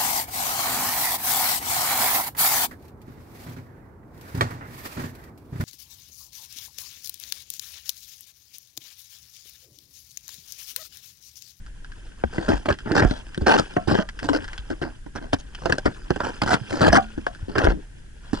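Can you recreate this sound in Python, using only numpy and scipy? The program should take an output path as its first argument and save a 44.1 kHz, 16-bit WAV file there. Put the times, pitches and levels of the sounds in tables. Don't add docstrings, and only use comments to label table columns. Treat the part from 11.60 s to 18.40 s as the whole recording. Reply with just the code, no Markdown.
import sys
import numpy as np
from scipy import signal
from scipy.fft import rfft, irfft, next_fast_len
from scipy.io import wavfile
from scipy.ndimage import uniform_filter1d, map_coordinates

SR = 44100
rng = np.random.default_rng(int(sys.argv[2]) if len(sys.argv) > 2 else 0)


def wrap_up_sound(samples):
    columns = np.atleast_2d(samples).T
    tamed = np.clip(columns, -1, 1)
    steps = np.round(tamed * 32767).astype(np.int16)
    wavfile.write(sys.argv[1], SR, steps)


N = 299862


def amp(db):
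    return 10 ** (np.asarray(db) / 20)


def unit_rms(x):
    return x / np.sqrt(np.mean(x ** 2) + 1e-20)


def curve_at(points, hz):
    knots_hz, values = np.transpose(points)
    return np.interp(np.log(hz + 1), np.log(knots_hz + 1), values)


def wobble(rate_hz, size=N):
    steps = np.linspace(0, size * rate_hz / SR, size // 16)
    knots = rng.standard_normal(int(size * rate_hz / SR) + 4)
    return np.interp(np.arange(size) * rate_hz / SR, steps, map_coordinates(knots, [steps]))


def add(track, start_s, sound):
    span = track[max(round(start_s * SR), 0):][:len(sound)]
    span += sound[:len(span)]


def filtered(x, response):
    size = 2 * next_fast_len(x.shape[-1] // 2 + 1024)
    hz = np.fft.rfftfreq(size, 1 / SR)
    return irfft(rfft(x, size) * response(hz), size)[..., :x.shape[-1]]


def minimum_phase(gain):
    cepstrum = irfft(np.log(np.maximum(gain, 1e-6)))
    half = len(cepstrum) // 2
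    cepstrum[1:half] *= 2
    cepstrum[half + 1:] = 0
    return np.exp(rfft(cepstrum))


def scatter(x, t60_s, rate_hz):
    t = np.arange(SR // 50) / SR
    paths = rng.standard_normal((4, len(t))) * amp(-60 * t / t60_s)
    paths /= np.linalg.norm(paths, axis=1, keepdims=True)
    shares = np.array([wobble(rate_hz, len(x)) for _ in paths])
    echoes = signal.oaconvolve(x[None], paths, axes=1)[:, :len(x)]
    return np.sum(echoes * shares, axis=0) / np.linalg.norm(shares, axis=0)


def slips(size, rate_hz, spread_db, sand):
    strengths = amp(spread_db * np.minimum(rng.exponential(size=size), 3))
    signs = rng.choice([-1, 1], size)
    hits = rng.random(size) < rate_hz / SR
    return unit_rms(strengths * signs * hits) + sand * rng.standard_normal(size)


# frequency in Hz, gain in dB.
STONE_SPECTRUM = [(90, 3.5), (200, 3), (320, 4.5), (450, 0), (800, -3.5), (1200, -9.5), (1570, -1.5),
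                  (1820, -9), (2250, -17), (3150, -10.5), (3750, -19.5), (4950, -12.5), (6400, -23),
                  (10800, -23.5)]


def stone_band(force, low_hz, high_hz, resonances=((1, 0),)):
    def response(hz):
        band = 1 / np.sqrt((1 + (low_hz / (hz + 1)) ** 8) * (1 + (hz / high_hz) ** 8))
        gain_db = curve_at(STONE_SPECTRUM, hz) + curve_at(resonances, hz)
        return minimum_phase(amp(gain_db) * band)
    return filtered(force, response)


def contact_voices(force):
    resonances = np.column_stack([np.geomspace(150, 11000, 56), rng.normal(0, 2.8, 56)])  # Hz, dB
    clack = force + .8 * scatter(force, t60_s=.009, rate_hz=90)
    crackle = scatter(force, t60_s=.007, rate_hz=250)
    stone = stone_band(clack, 482, 2063, resonances)
    sole = stone_band(force, 51, 350, resonances)
    grit = stone_band(crackle, 3140, 7330, resonances)
    return stone, sole, grit


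# frequency in Hz, side gain in dB.
SIDE_SPECTRUM = [(90, -8.5), (300, 1.5), (1000, 1.5), (1600, -4), (2750, 4.5), (4700, -5), (8000, -0.5)]


def microphone_ports(mid):
    quadrature = np.imag(signal.hilbert(mid, next_fast_len(N)))[:N]
    side = .68 * scatter(mid, t60_s=.012, rate_hz=30) + .73 * quadrature
    side = filtered(side, lambda hz: amp(curve_at(SIDE_SPECTRUM, hz)))
    return np.array([mid + side, mid - side])


# frequency in Hz, relative level in dB.
WIND_SPECTRUM = [(12, -9), (20, -2), (43, -2.5), (65, -14.5), (115, -17.5), (300, -43), (390, -54),
                 (660, -120)]
HISS_SPECTRUM = [(150, 17.5), (330, 9.5), (600, -1), (1150, -15), (1620, 8), (2250, -4.5), (3150, -3.5),
                 (3800, -7.5), (5000, -9), (6500, -6.5), (11000, -9.5)]


def air():
    common, left, right = rng.standard_normal((3, N))
    buffeting = common + 0.093 * np.array([left, right])
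    wind = filtered(buffeting, lambda hz: amp(curve_at(WIND_SPECTRUM, hz)))
    hiss = filtered(rng.standard_normal((2, N)), lambda hz: amp(curve_at(HISS_SPECTRUM, hz)))
    return unit_rms(wind) * amp(-40 + 0.75 * wobble(rate_hz=4.3)) + unit_rms(hiss) * amp(-52)


# time in seconds, base level in dB.
TRICKLE_LEVELS = [(0.0, -65), (0.53, -58), (0.95, -44.5), (1.13, -69), (1.32, -45.5), (1.78, -56.5),
                  (1.95, -40), (2.42, -63.5), (2.76, -48.5), (3.29, -60.5), (3.56, -65), (4.05, -53.5),
                  (4.43, -51), (5.28, -45.5), (5.43, -51.5), (6.48, -66), (6.8, -49)]


def trickle():
    loosened_db, settle_t60_s = -28, 0.45
    t = np.arange(N) / SR
    power = amp(np.interp(t, *np.transpose(TRICKLE_LEVELS))) ** 2
    for start_s, length_s, stone_db, *_ in SHOE_SCRAPES:
        loosened = amp(stone_db + loosened_db - 60 * t[:SR] / settle_t60_s)
        add(power, start_s + length_s, loosened ** 2)
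    level = np.sqrt(power) * amp(2.5 * wobble(rate_hz=35))
    grains = slips(N, rate_hz=900, spread_db=5, sand=1.4)
    sifting = scatter(grains, t60_s=.007, rate_hz=120)
    grit = unit_rms(stone_band(sifting, 1200, 8200))
    gravel = unit_rms(stone_band(sifting, 173, 1230))
    return level * (grit + gravel) * amp(-1.5)


# start in seconds, pitch in Hz, level in dB.
CAMERA_JOLTS = [(0.644, 67, -18), (0.89, 82.5, -13), (0.939, 49, -15), (1.107, 88, -19.5),
                (1.422, 116, -17), (1.454, 45, -9), (1.817, 69.6, -13.5), (2.28, 160, -29),
                (2.99, 48.4, -24.5), (3.735, 83, -21), (4.255, 95, -15.5), (5.013, 122, -20),
                (5.298, 59.6, -12.5), (5.827, 87.5, -20), (6.041, 80.6, -9), (6.081, 42.8, -7.5),
                (6.733, 300, -22)]


def jolts():
    t60_cycles, attack_s, sag_s = 8.5, 0.0014, 0.0038
    out, t = np.zeros(N), np.arange(SR // 3) / SR
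    attack = 1 - np.exp(-t / attack_s)
    sag = 1 + 0.086 * np.exp(-t / sag_s)
    for start_s, hz, db in CAMERA_JOLTS:
        swing = np.sin(2 * np.pi * np.cumsum(hz * sag) / SR)
        add(out, start_s, swing * amp(db - 60 * t * hz / t60_cycles) * attack)
    return out


# start in seconds, level in dB, pitch in Hz.
PEBBLE_SKIPS = [(0.064, -37, 1760), (0.246, -33.5, 1650), (0.319, -37, 1640), (0.982, -53, 2600),
                (1.126, -23, 2980), (1.143, -34, 1940), (1.188, -28, 1760), (1.205, -33, 1620),
                (1.318, -18, 1800), (1.746, -27, 1900), (2.489, -25.5, 2080), (2.591, -22.5, 1980),
                (2.844, -27, 1845), (2.88, -27.5, 1860), (2.932, -28, 2000), (2.979, -24, 3470),
                (3.949, -25.5, 2920), (4.734, -42, 1800), (5.666, -22.5, 1695), (5.749, -34.5, 1755),
                (5.983, -9.5, 1620), (6.044, -16, 1620)]


def pebbles():
    chatter_t60_s = 0.06
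    out, t = np.zeros(N), np.arange(SR // 12) / SR
    impact = t == 0
    for start_s, db, hz in PEBBLE_SKIPS:
        chatter = slips(len(t), rate_hz=400, spread_db=4, sand=0.78) * amp(-60 * t / chatter_t60_s)
        resonances = [(hz * .6, -6), (hz, 6), (hz * 1.3, -4), (9000, -1)]
        clink = stone_band(impact + 0.078 * chatter, 925, 6950, resonances)
        add(out, start_s, clink / np.abs(clink).max() * amp(db))
    return out


# ratio to the pitch, gain in dB, t60 in seconds.
RING_MODES = [(0.28, -19.5, 0.6), (0.761, -16, 0.19), (0.908, -2, 0.14), (0.998, 5.5, 0.11),
              (1.48, -11.5, 0.12), (1.572, -11, 0.1), (1.86, -23.5, 0.39)]
# start in seconds, pitch in Hz, level in dB.
UNDERFOOT_RINGS = [(0.783, 333.6, -25), (1.315, 315, -16), (1.45, 728, -27.5), (2.168, 720, -21),
                   (2.392, 650, -25), (2.644, 295, -26.5), (2.688, 291.6, -15), (2.745, 309, -20.5),
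                   (3.11, 330, -31), (3.225, 337.6, -24.5), (4.905, 733, -16.5), (5.134, 330, -25),
                   (5.372, 775, -12.5), (5.667, 714, -29)]


def underfoot_rings():
    attack_s = 0.0059
    out, t = np.zeros(N), np.arange(SR // 2) / SR
    attack = 1 - np.exp(-t / attack_s)
    for start_s, hz, db in UNDERFOOT_RINGS:
        for ratio, mode_db, t60_s in RING_MODES:
            envelope = amp(db + mode_db + rng.normal(0, 1) - 60 * t / t60_s) * attack
            add(out, start_s, envelope * np.sin(2 * np.pi * (hz * ratio * t + rng.random())))
    return out


# start in seconds, stone, sole and grit levels in dB,
# crumbling time in seconds.
STONE_KNOCKS = [(0.638, -22.5, -25, -53, 0.029), (0.782, -29, -21.5, -64, 0.035),
                (0.887, -26.5, -16, -36, 0.082), (1.058, -27.5, -28.5, -41.5, 0.079),
                (1.108, -35, -19.5, -58, 0.039), (1.312, -28, -20, -70, 0.03),
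                (1.433, -22, -29, -59, 0.036), (1.51, -31, -20, -40, 0.058),
                (1.777, -40.5, -23, -42.5, 0.025), (1.815, -37.5, -25, -48.5, 0.15),
                (1.867, -19, -26, -44, 0.071), (2.166, -23.5, -19, -45.5, 0.053),
                (2.351, -25, -22, -39, 0.043), (2.386, -25, -17.5, -59, 0.056),
                (2.689, -20.5, -26, -33.5, 0.071), (3.221, -31.5, -33.5, -42, 0.1),
                (3.463, -45, -37.5, -61, .061), (3.732, -20, -20.5, -29, 0.069),
                (4.057, -19.5, -27, -36.5, 0.049), (4.098, -24, -22.5, -41, 0.059),
                (4.124, -17, -24, -27.5, 0.047), (4.183, -26.5, -33.5, -35.5, 0.046),
                (4.258, -20, -17.5, -33, 0.11), (4.505, -23.5, -16, -37.5, 0.049),
                (4.561, -30, -29, -44.5, 0.049), (4.604, -21.5, -34, -42, 0.083),
                (4.819, -21, -22.5, -28.5, 0.053), (4.835, -26, -24, -36.5, 0.049),
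                (4.936, -27, -39, -29, 0.076), (5.216, -25, -19, -32.5, 0.063),
                (5.578, -41, -25, -56, 0.045), (5.667, -24, -41, -65, 0.011),
                (5.956, -20.5, -23.5, -41.5, 0.092), (5.982, -30, -22, -49, .05),
                (6.071, -20, -31, -71, 0.023), (6.732, -30.5, -17.5, -43, 0.046)]


def knocks():
    shower_gain_per_s, hold_share = 1.85, 0.041
    grit_t60_s, energy_window_s = 0.27, .01
    out, t = np.zeros(N), np.arange(-SR // 100, SR // 6) / SR
    impact = t == 0
    for start_s, *levels_db, crumble_s in STONE_KNOCKS:
        age = t / crumble_s
        envelope = amp(-60 * np.where(t < 0, -5 * age, np.maximum(age - hold_share, 0)))
        shower = slips(len(t), rate_hz=1500, spread_db=1.5, sand=0.21) * envelope
        stone, sole, grit = contact_voices(impact + shower_gain_per_s * crumble_s * shower)
        grit *= amp(-60 * np.maximum(t, 0) / grit_t60_s)
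        for voice, db in zip((stone, sole, grit), levels_db):
            normalized = voice / np.linalg.norm(voice) * np.sqrt(energy_window_s * SR)
            add(out, start_s + t[0], normalized * amp(db))
    return out


# start in seconds, length in seconds, stone, sole and grit levels in dB,
# swell over the stroke in dB.
SHOE_SCRAPES = [(0.73, 0.42, -41, -46.5, -52.5, -1), (0.884, 0.063, -29, -27, -44.5, -7.5),
                (1.086, 0.029, -22, -26.5, -40.5, -1.5), (1.259, 0.14, -36, -32, -80, 0.5),
                (1.351, 0.051, -19.5, -24.5, -33, 3.5), (1.414, 0.036, -23.5, -18, -45, 1),
                (1.466, 0.15, -46, -50, -52.5, -8), (1.865, 0.099, -18, -28.5, -33, -3),
                (1.98, 0.017, -23, -24, -28.5, 2.5), (2.276, 0.057, -26.5, -21.5, -38, 3),
                (2.342, 0.083, -33, -46, -42, -1.5), (2.628, .04, -37, -34.5, -44.5, -3.5),
                (2.733, 0.041, -27, -44, -38, -2), (3.102, 0.025, -36, -35, -48, -5.5),
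                (3.218, 0.081, -38.5, -38.5, -54.5, -16), (3.555, 0.025, -34.5, -36.5, -47.5, -2),
                (3.616, 0.054, -46.5, -44.5, -61, -6), (3.789, 0.02, -55, -61, -49, -1),
                (4.018, 0.14, -42, -40.5, -54.5, 3), (4.637, 0.068, -31.5, -35.5, -45.5, -7.5),
                (4.863, 0.085, -23.5, -29, -36, 9), (5.107, 0.11, -34.5, -36, -44.5, -2.5),
                (5.209, 0.082, -20, -22.5, -33.5, 4), (5.324, 0.052, -15.5, -21.5, -28, -2),
                (5.885, 0.085, -48, -41, -57.5, -8), (5.976, 0.093, -26, -31, -45, 6.5),
                (6.087, 0.035, -30, -28.5, -45, -6), (6.132, 0.061, -67, -36.5, -74, -2),
                (6.742, 0.054, -43, -60, -48, -10)]


def scrapes():
    bite_s, jerk_db = 0.014, 1
    stops_t60_s = (0.083, 0.092, 0.033)
    arches_db = (2.5, -2.5, 1)
    out, t = np.zeros(N), np.arange(-SR // 200, SR // 4) / SR
    for start_s, length_s, *levels_db, swell_db in SHOE_SCRAPES:
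        progress = np.clip(t / length_s, 0, 1)
        push_db = swell_db * (progress - .5) + 60 * np.minimum(t, 0) / bite_s
        arch = np.sin(np.pi * progress) - 2 / np.pi
        jerks = amp(jerk_db * wobble(rate_hz=130, size=len(t)))
        force = jerks * slips(len(t), rate_hz=1050, spread_db=5.5, sand=.4)
        for voice, db, arch_db, t60_s in zip(contact_voices(force), levels_db, arches_db, stops_t60_s):
            power = np.abs(uniform_filter1d(voice ** 2, size=1100))
            steady = voice / np.sqrt(power + 1e-12)
            pressure_db = db + push_db + arch_db * arch - 60 * np.maximum(t - length_s, 0) / t60_s
            add(out, start_s + t[0], steady * amp(pressure_db))
    return out


def scene():
    footwork = scrapes() + knocks() + pebbles() + underfoot_rings() + trickle() + jolts()
    return (microphone_ports(footwork) + air()) * amp([[.3], [-.3]])


def record(dry):
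    ceiling, cutoff_hz = .95, 11100
    rounded = dry / (1 + np.abs(dry / ceiling) ** 6) ** (1 / 6)
    return filtered(rounded, lambda hz: 1 / (1 + (hz / cutoff_hz) ** 80))


dry = scene()
out = record(dry)
wrap_up_sound(out)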